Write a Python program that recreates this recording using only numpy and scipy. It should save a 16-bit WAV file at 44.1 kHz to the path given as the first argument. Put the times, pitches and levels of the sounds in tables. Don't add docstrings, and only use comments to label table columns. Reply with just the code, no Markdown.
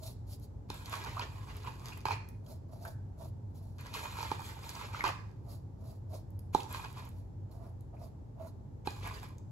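import sys
import numpy as np
from scipy import signal
from scipy.fft import rfft, irfft
from scipy.io import wavfile

SR = 44100
rng = np.random.default_rng(int(sys.argv[2]) if len(sys.argv) > 2 else 0)


def generate_wav(signal):
    frames = np.transpose(np.atleast_2d(signal))
    scaled = np.clip(frames, -1, 1) * 32767
    pcm = np.round(scaled).astype(np.int16)
    wavfile.write(sys.argv[1], SR, pcm)


N = 419391


def gain_of(db):
    return 10 ** (np.asarray(db) / 20)


def evened(x):
    return x / np.sqrt(np.mean(x ** 2) + 1e-20)


def peaked(x):
    return x / abs(x).max()


def read(points, hz):
    f, value = np.transpose(points)
    return np.interp(np.log(hz + 1), np.log(f + 1), value)


def add(mix, s, sound):
    part = mix[max(round(s * SR), 0):][:len(sound)]
    part += sound[:len(part)]


def colour(x, points, size=2048):
    hz = abs(np.fft.fftfreq(size, 1 / SR))
    log_gain = np.log(gain_of(read(points, hz)))
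    response = np.exp(np.conj(signal.hilbert(log_gain)))
    taps = np.fft.ifft(response).real
    return signal.oaconvolve(x, taps[:size // 2])[:len(x)]


def radiated(x, edge_hz):
    high_pass = signal.butter(3, edge_hz, "high", fs=SR, output="sos")
    return signal.sosfilt(high_pass, x)


def ring(modes, size=6000):
    t = np.arange(size) / SR
    tones = (gain_of(db - 60 * t / t60) * np.sin(2 * np.pi * hz * t) for hz, db, t60 in modes)
    return peaked(sum(tones))


def brush_ring(stretch):
    # pitch_hz (before the stretch), level_db (relative), time_to_fall_60_db_s
    pad_modes = [(936, 7, 0.023), (1059, -2.5, 0.024), (1237, -9.5, 0.04)]
    # pitch_hz, level_db (relative), time_to_fall_60_db_s
    back_modes = [(1564, -3.5, 0.019), (2417, -5.5, 0.021), (2462, -19.5, 0.19), (3040, -16.5, 0.024),
                  (4380, -39, 0.011)]
    return ring([(hz * stretch, db, t60) for hz, db, t60 in pad_modes] + back_modes)


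def crack(t60, rise_s, size=6000):
    t = np.arange(size) / SR
    fade = gain_of(-60 * t / t60)
    return rng.standard_normal(size) / 2 * fade * (1 - np.exp(-t / rise_s))


def slips(per_s, spread_db, smooth):
    size = gain_of(spread_db * np.minimum(rng.exponential(1, N), 4))
    happens = rng.random(N) < per_s / SR
    clicks = size * rng.choice([-1, 1], N) * happens
    return evened(evened(clicks) + smooth * rng.standard_normal(N))


def clumps(depth_db, rate_hz):
    slow_only = 1 / (1 + (np.fft.rfftfreq(N, 1 / SR) / rate_hz) ** 4)
    wander = irfft(rfft(rng.standard_normal(N)) * slow_only, N)
    return gain_of(depth_db * evened(wander))


def shifting(rate_hz, count):
    weights = np.array([clumps(27.0, rate_hz) for _ in range(count)])
    return weights / np.linalg.norm(weights, axis=0)


def patches(x, depth_db, width_hz, span_s, size=256):
    overlap = 3 * size // 4
    z = signal.stft(x, nperseg=size, noverlap=overlap)[2]
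    cycles_per_hz = np.fft.fftfreq(len(z), SR / size)[:, None]
    rate_hz = np.fft.fftfreq(z.shape[1], size / 4 / SR)
    blur = np.exp(-(cycles_per_hz * width_hz) ** 2 - (rate_hz * span_s) ** 2)
    field = evened(np.fft.ifft2(np.fft.fft2(rng.standard_normal(z.shape)) * blur).real)
    patched = z * evened(gain_of(depth_db * field))
    return signal.istft(patched, nperseg=size, noverlap=overlap)[1][:N]


def envelope(s, rise_s, hold_s, fade_s):
    t = np.arange(N) / SR - s
    before = (np.minimum(t, 0) / rise_s) ** 2 / 2
    after = np.maximum(t - hold_s, 0) / fade_s
    return np.exp(-np.minimum(before + after, 20))


def effort():
    # start_s, length_s, drag_db, glide_db
    pull_table = [(0.692, 1.29, -61, -60.5), (3.786, 1.05, -53, -55.5), (6.542, 0.55, -61, -61.5),
                  (8.86, 0.37, -58, -58)]
    # time_s, drag_db, glide_db
    bite_table = [(0.708, -47.5, -51), (0.748, -54, -52), (0.857, -51.5, -52), (1.196, -44.5, -51),
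                  (3.946, -41, -42), (4.318, -43, -47.5), (6.546, -50, -49), (8.865, -50, -51.5)]
    # tightest_s, drag_db, glide_db, giving_time_s
    tangle_table = [(0.935, -40.5, -41, 0.036), (1.03, -44.5, -48, 0.21), (1.53, -50.5, -55, 0.2),
                    (1.67, -45, -50, 0.058), (1.884, -46, -49, 0.074), (4.075, -49, -50, 0.15),
                    (4.227, -43.5, -45, 0.13), (4.465, -60, -50, 0.074), (4.695, -48.5, -48, 0.11),
                    (4.794, -46, -49, 0.12), (4.975, -44, -48.5, 0.11), (6.756, -44.5, -45.5, 0.082),
                    (6.845, -41.5, -49, 0.014), (6.985, -49.5, -53.5, 0.062), (9.059, -39.5, -44.5, 0.056),
                    (9.143, -47, -48.5, 0.035), (9.243, -50, -53, 0.045)]
    # time_s, drag_db, glide_db, scrape_length_s
    release_table = [(2.057, -37, -43, 0.07), (5.042, -32.5, -39, 0.046)]
    parts = [(envelope(s, 0.0022, length, 0.0044), dbs) for s, length, *dbs in pull_table]
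    parts += [(envelope(s, 0.0076, 0, 0.061), dbs) for s, *dbs in bite_table]
    parts += [(envelope(s, 0.43 * give, 0, give), dbs) for s, *dbs, give in tangle_table]
    parts += [(envelope(s, 0.0022, length, 0.026), dbs) for s, *dbs, length in release_table]
    return np.sqrt(sum(np.outer(gain_of(dbs), shape) ** 2 for shape, dbs in parts))


def diffuse(pair):
    # frequency_hz, likeness
    likeness = [(100, 1), (200, 0.37), (300, 1.03), (450, -0.19)]
    size = pair.shape[1]
    a, b = rfft(pair)
    same = np.clip(read(likeness, np.fft.rfftfreq(size, 1 / SR)), 0, 1)
    mid = a * np.sqrt((1 + same) / 2)
    side = b * np.sqrt((1 - same) / 2)
    return irfft(np.array([mid + side, mid - side]), size)


def ventilation():
    # frequency_hz, level_db (relative)
    air_spectrum = [(12, -59), (20, -29), (34, -29), (96, -2), (127, -11), (328, -24.5), (434, -25.5),
                    (485, -29), (527, -28.5), (873, -39.5), (2600, -59), (7520, -60.5), (9950, -72),
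                    (11100, -58), (16000, -71)]
    # pitch_hz, half_width_hz, rms_level_db
    hum_table = [(97.4, 6.6, -51.5), (53.4, 7.6, -57), (125, 9.9, -57), (847, 124, -70.5)]
    hz = np.fft.rfftfreq(N, 1 / SR)

    def noise(shape):
        return evened(irfft(rfft(rng.standard_normal((2, N))) * shape, N))

    air = gain_of(-47.5) * noise(gain_of(read(air_spectrum, hz)))
    hum = sum(gain_of(db) * noise(1 / (1 + ((hz - f) / width) ** 2)) for f, width, db in hum_table)
    return diffuse(air + hum)


def rocking():
    # time_s, peak_level_db, pitch_hz
    rock = (2.135, -34.5, 100)
    s, db, hz = rock
    swell = envelope(s, 0.025, 0, 0.06)
    return gain_of(db) * swell * np.sin(2 * np.pi * hz * np.arange(N) / SR)


def smoothing():
    # middle_s (before the leads below), hiss_db, palm_db, half_length_s
    swish_table = [(0.069, -51, -57.5, 0.036), (0.327, -53.5, -64, 0.024), (0.44, -59.5, -93, 0.014),
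                   (2.516, -60, -56.5, 0.033), (2.75, -67.5, -61.5, 0.027), (2.87, -58, -52, 0.037),
                   (3.239, -61, -53, 0.029), (3.575, -66.5, -81, 0.013), (3.668, -73, -73, 0.085),
                   (5.528, -61, -56, 0.038), (5.891, -63, -59, 0.044), (6.157, -59.5, -56, 0.03),
                   (7.174, -71.5, -70, 0.049), (7.543, -70.5, -64, 0.024), (7.656, -72.5, -56.5, 0.046),
                   (7.959, -81, -54.5, 0.0077), (8.049, -63.5, -56, 0.03), (8.425, -64.5, -50.5, 0.019),
                   (8.477, -64.5, -54.5, 0.019)]
    # frequency_hz, level_db (relative)
    swish_spectrum = [(200, -18), (1000, -6), (2000, -9), (3000, -7), (3800, 2.5), (5000, 3), (6200, -1.5),
                      (7500, 2), (9200, -0.5), (11000, 8), (13000, 4.5), (16000, 3)]
    # pitch_hz, level_db (relative), time_to_fall_60_db_s
    palm_modes = [(659, -4, 0.036), (790, -19, 0.016), (870, -10, 0.014)]
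    t = np.arange(N) / SR
    middle, hiss_db, palm_db, half = np.transpose(swish_table)[:, :, None]

    def swell(lead_s):
        return np.exp(-((t + lead_s - middle) / half) ** 2 / 2)

    rub = slips(per_s=2400, spread_db=1.5, smooth=0.74) * clumps(depth_db=3.0, rate_hz=53)
    hiss_level = (gain_of(hiss_db) * swell(lead_s=0.0061)).sum(0)
    hiss = gain_of(3.0) * evened(colour(rub, swish_spectrum)) * hiss_level
    palm_slips = slips(per_s=350, spread_db=0.0, smooth=0.17)
    hollow = signal.oaconvolve(palm_slips, ring(palm_modes))[:N]
    hollow = evened(radiated(hollow, edge_hz=510))
    return hiss + hollow * (gain_of(palm_db) * swell(lead_s=0.015)).sum(0)


def crackle(glide):
    ticks = slips(per_s=70, spread_db=5.5, smooth=0)
    ticks = signal.oaconvolve(ticks, crack(t60=0.0055, rise_s=0.00047))[:N]
    spectrum = [(500, -7.5), (2500, 5.5), (5000, 1.0), (8500, -2.5), (10800, -3), (13000, 4.0), (16000, -10.0)]
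    return gain_of(-12.5) * evened(colour(ticks, spectrum)) * glide


def flicks():
    # time_s, peak_db (before the room), brightest_hz
    flick_table = [(0.399, -46, 11000), (0.743, -35, 12000), (0.858, -33, 3660), (0.897, -32, 11000),
                   (1.568, -36, 11800), (1.976, -34, 12200), (2.289, -34.5, 13100), (2.464, -50, 4050),
                   (2.852, -35, 11000), (3.81, -39.5, 11500), (3.94, -30.5, 3770), (3.972, -37, 11500),
                   (4.702, -33, 11000), (4.753, -36, 4700), (6.306, -47.5, 12500), (6.393, -35, 12300),
                   (6.604, -33, 3160), (6.632, -38, 6000), (6.728, -27, 11200), (6.929, -42, 11300),
                   (7.053, -41, 12000), (7.091, -39.5, 12000), (7.809, -45.5, 12400), (9.076, -34, 11000),
                   (9.288, -46.5, 10900), (9.383, -47, 6530)]
    out = np.zeros(N)
    for s, db, hz in flick_table:
        tick = crack(t60=92 / hz, rise_s=0.00086)
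        tick = colour(tick, [(300, -34), (hz * 0.53, -15), (hz, 0), (hz * 2, -10)])
        add(out, s - .001, gain_of(db) * peaked(tick))
    return out


def snags():
    snag_table = [(1.1702, -31, 1120, -7, 0.061), (1.179, -37, 1330, -4, 0.067),
                  (1.214, -38.5, 3100, -8, 0.06), (1.921, -49.5, 2550, 9, 0.058),
                  (2.111, -42, 2450, 8.5, 0.18), (2.852, -38, 1570, -3.5, 0.064),
                  (4.267, -50, 2380, 7, .04), (4.947, -32.5, 1430, -2, .02),
                  (5.008, -29, 2080, -0.5, 0.006), (6.127, -46, 653, -3, 0.056),
                  (6.138, -40, 630, -2, 0.066), (7.968, -66, 2400, 2.5, .05),
                  (9.052, -46.5, 2220, 7.5, 0.16)]
    out = np.zeros(N)
    t = np.arange(14000) / SR
    for s, db, hz, scrape_db, t60 in snag_table:
        age = t / 0.0011
        pulse = age * np.exp(1 - age)
        chirp = pulse * np.sin(2 * np.pi * hz * t * (0.933 + 11 * t))
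        scrape = crack(t60=t60, rise_s=0.0027, size=len(t))
        band = [(hz * 0.52, -32), (hz * 0.47, -10), (hz * 1.1, 0), (hz * 1.22, -20), (hz * 4, -36)]
        scrape = peaked(colour(scrape, band))
        add(out, s - .001, gain_of(db) * (chirp + gain_of(scrape_db) * scrape))
    return out


def knocks():
    # time_s, peak_db (before the room), pad_pitch_hz,
    # head_thud_db and bristle_crack_db (both relative to peak_db)
    knock_table = [(0.702, -35.5, 900, -0.5, 6), (0.928, -33, 1130, -25, -9), (0.938, -29, 1120, -33, -22),
                   (1.1953, -30, 956, -28, -1.5), (1.672, -37.5, 960, -28, -14),
                   (2.0546, -24, 903, -13, -10.5), (2.066, -28.5, 990, -28, -12),
                   (2.085, -27.5, 890, -20, -6), (2.108, -24.5, 920, -26, -13), (2.119, -30, 945, -14, -2),
                   (4.055, -32, 976, -26, -26), (4.187, -33, 910, -9, -8), (4.206, -32.5, 957, -14, -16),
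                   (4.229, -31, 920, -31, -5), (4.316, -24, 897, -6, -8), (5.04, -20.5, 1004, -10.5, -8.5),
                   (5.051, -25.5, 1175, -21, -25), (5.089, -28.5, 1160, -10, -5),
                   (6.5484, -15.5, 878, -4.5, -9.5), (6.746, -31, 1040, -34, -8),
                   (6.796, -35.5, 960, -31, -20), (6.847, -38.5, 890, -8, -1.5), (8.873, -26, 838, -2, -1)]
    # pitch_hz, level_db (relative), time_to_fall_60_db_s
    head_modes = [(162, -22, 0.024), (268, -4.5, 0.038), (377, 8.5, 0.028)]
    crack_spectrum = [(500, -40), (2500, -7.5), (4300, 6.5), (7000, -8.5), (11000, -1.5), (16000, -26.5)]
    out = np.zeros(N)
    t = np.arange(-40, 41) / SR
    for s, db, hz, thud_db, crack_db in knock_table:
        contact_s = .00014 * 2 ** ((db + 18.5) / 5.5)
        push = np.exp(-(t / contact_s) ** 2 / 2)
        pad = np.convolve(brush_ring(hz / 930), push)
        pad = peaked(radiated(pad, edge_hz=0.92 * hz))
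        bristles = peaked(colour(crack(t60=0.0079, rise_s=0.00036), crack_spectrum))
        start_s = s - .0006
        add(out, start_s, gain_of(db + crack_db) * bristles)
        add(out, start_s, gain_of(db) * pad)
        add(out, start_s + 2 / hz, gain_of(db - 6) * pad)
        add(out, s, gain_of(db + thud_db) * ring(head_modes))
    return out


def brushing(drag, glide):
    # frequency_hz, level_db (relative)
    rake_spectrum = [(100, 0), (250, -6), (420, 3.5), (640, -4), (1000, -1.5), (1400, -0.5), (2000, 1.5),
                     (2450, -4), (2800, -3.5), (4200, -7), (6500, -15), (16000, -50)]
    # frequency_hz, level_db (relative)
    fizz_spectrum = [(300, -13), (1500, 2), (2600, -7), (3400, 6.5), (4600, -1), (6000, -6), (7500, 4.5),
                     (9200, -7), (11000, 3.5), (12800, 2.5), (14500, -12), (16000, 1)]
    plucks = slips(per_s=750, spread_db=4.0, smooth=0.56) * clumps(depth_db=4.0, rate_hz=110)
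    stretches = 1 + 0.077 * np.array([-0.27, 0.96, -0.2, 1.2])
    loads = zip(shifting(23.0, count=4), stretches)
    pad = sum(signal.oaconvolve(plucks * w, brush_ring(k))[:N] for w, k in loads)
    pad = evened(radiated(pad, edge_hz=760))
    tufts = [colour(slips(per_s=700, spread_db=3.0, smooth=1.0), np.multiply(rake_spectrum, [k, 1]))
             for k in (.92, 1, 1.1)]
    rake = (tufts * shifting(15.4, count=3)).sum(0)
    rake = evened(rake * clumps(depth_db=2.5, rate_hz=25))
    fine_slips = slips(per_s=900, spread_db=2.0, smooth=1.0)
    fizz = evened(colour(0.79 * plucks + fine_slips, fizz_spectrum))
    slack = ((glide + 1e-9) / (drag + 1e-9)) ** 1.3
    pad_part = gain_of(-5.0) * pad * drag
    rake_part = gain_of(0.5) * rake * drag ** 0.3 * glide ** 0.8
    fizz_part = gain_of(-1.5) * fizz * glide * slack
    return pad_part + rake_part + fizz_part


def room(x, wet_db, early_db, size=30000, count=8):
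    # frequency_hz, time_to_fall_60_db_s
    room_fade = [(150, 0.51), (900, 0.47), (1900, 0.52), (2450, 0.46), (3100, 0.37), (6000, 0.58),
                 (14000, 0.3)]
    # frequency_hz, left_minus_right_db
    lean = [(150, 3), (400, -7), (680, -6.5), (950, -8), (1500, -2), (2600, 0), (3400, 0.5), (4600, -6.5),
            (6000, -0.5), (16000, 0.5)]
    hz, t, z = signal.stft(rng.standard_normal((2, size)), SR, nperseg=256)
    fade_db = -60 * t / np.maximum(read(room_fade, hz), .05)[:, None]
    tail_db = read([(200, -2.5), (900, -0.5), (3000, 5.5), (12000, -3.5)], hz)[:, None]
    tail = signal.istft(z * gain_of(fade_db + tail_db), SR)[1][:, :size]
    tail = tail * np.minimum(np.arange(size) / SR / 0.00036, 1)
    early = np.zeros((2, size))
    for side in early:
        places = (rng.uniform(.002, .016, count) * SR).astype(int)
        side[places] = rng.choice([-1, 1], count) / np.sqrt(count)
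    echo = diffuse(gain_of(wet_db) * tail / np.linalg.norm(tail[0]) + gain_of(early_db) * early)
    echo[:, 0] += 1
    heard = signal.fftconvolve(x[None], echo, axes=1)[:, :N]
    lean_db = read(lean, np.fft.rfftfreq(N, 1 / SR))
    return irfft(rfft(heard) * gain_of([lean_db / 2, -lean_db / 2]), N)


def scene():
    drag, glide = effort()
    rub = brushing(drag, glide) + smoothing()
    rub = patches(rub, depth_db=1.9, width_hz=400, span_s=0.026)
    places = shifting(2.26, count=3)
    rubbing = gain_of(-2.5) * sum(room(rub * w, wet_db=-11, early_db=-1) for w in places)
    blows = room(knocks() + flicks() + snags() + crackle(glide), wet_db=-8.5, early_db=-14)
    return rubbing + blows + rocking() + ventilation()


def record(dry):
    # frequency_hz, left_lead_radians
    phase_turn = [(300, 0), (950, -1.26), (1300, 0.45), (2450, 6), (3500, 4.5), (5000, 4.5), (7000, 7),
                  (8000, 9.5), (11000, 10.5), (12000, 13), (15300, 16)]
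    # frequency_hz, level_db
    port_dips = [(8000, 0), (9100, -7), (10200, 0), (13000, -7.5), (14300, -5), (15600, -4)]
    hz = np.fft.rfftfreq(N, 1 / SR)
    turn = read(phase_turn, hz)
    turns = np.exp(1j * np.array([turn / 2, -turn / 2]))
    ports = irfft(rfft(dry) * gain_of(read(port_dips, hz)) * turns, N)
    low_pass = signal.firwin(511, 15750, window=("kaiser", 9), fs=SR)
    return signal.oaconvolve(ports, low_pass[None], "same")


dry = scene()
out = record(dry)
generate_wav(out)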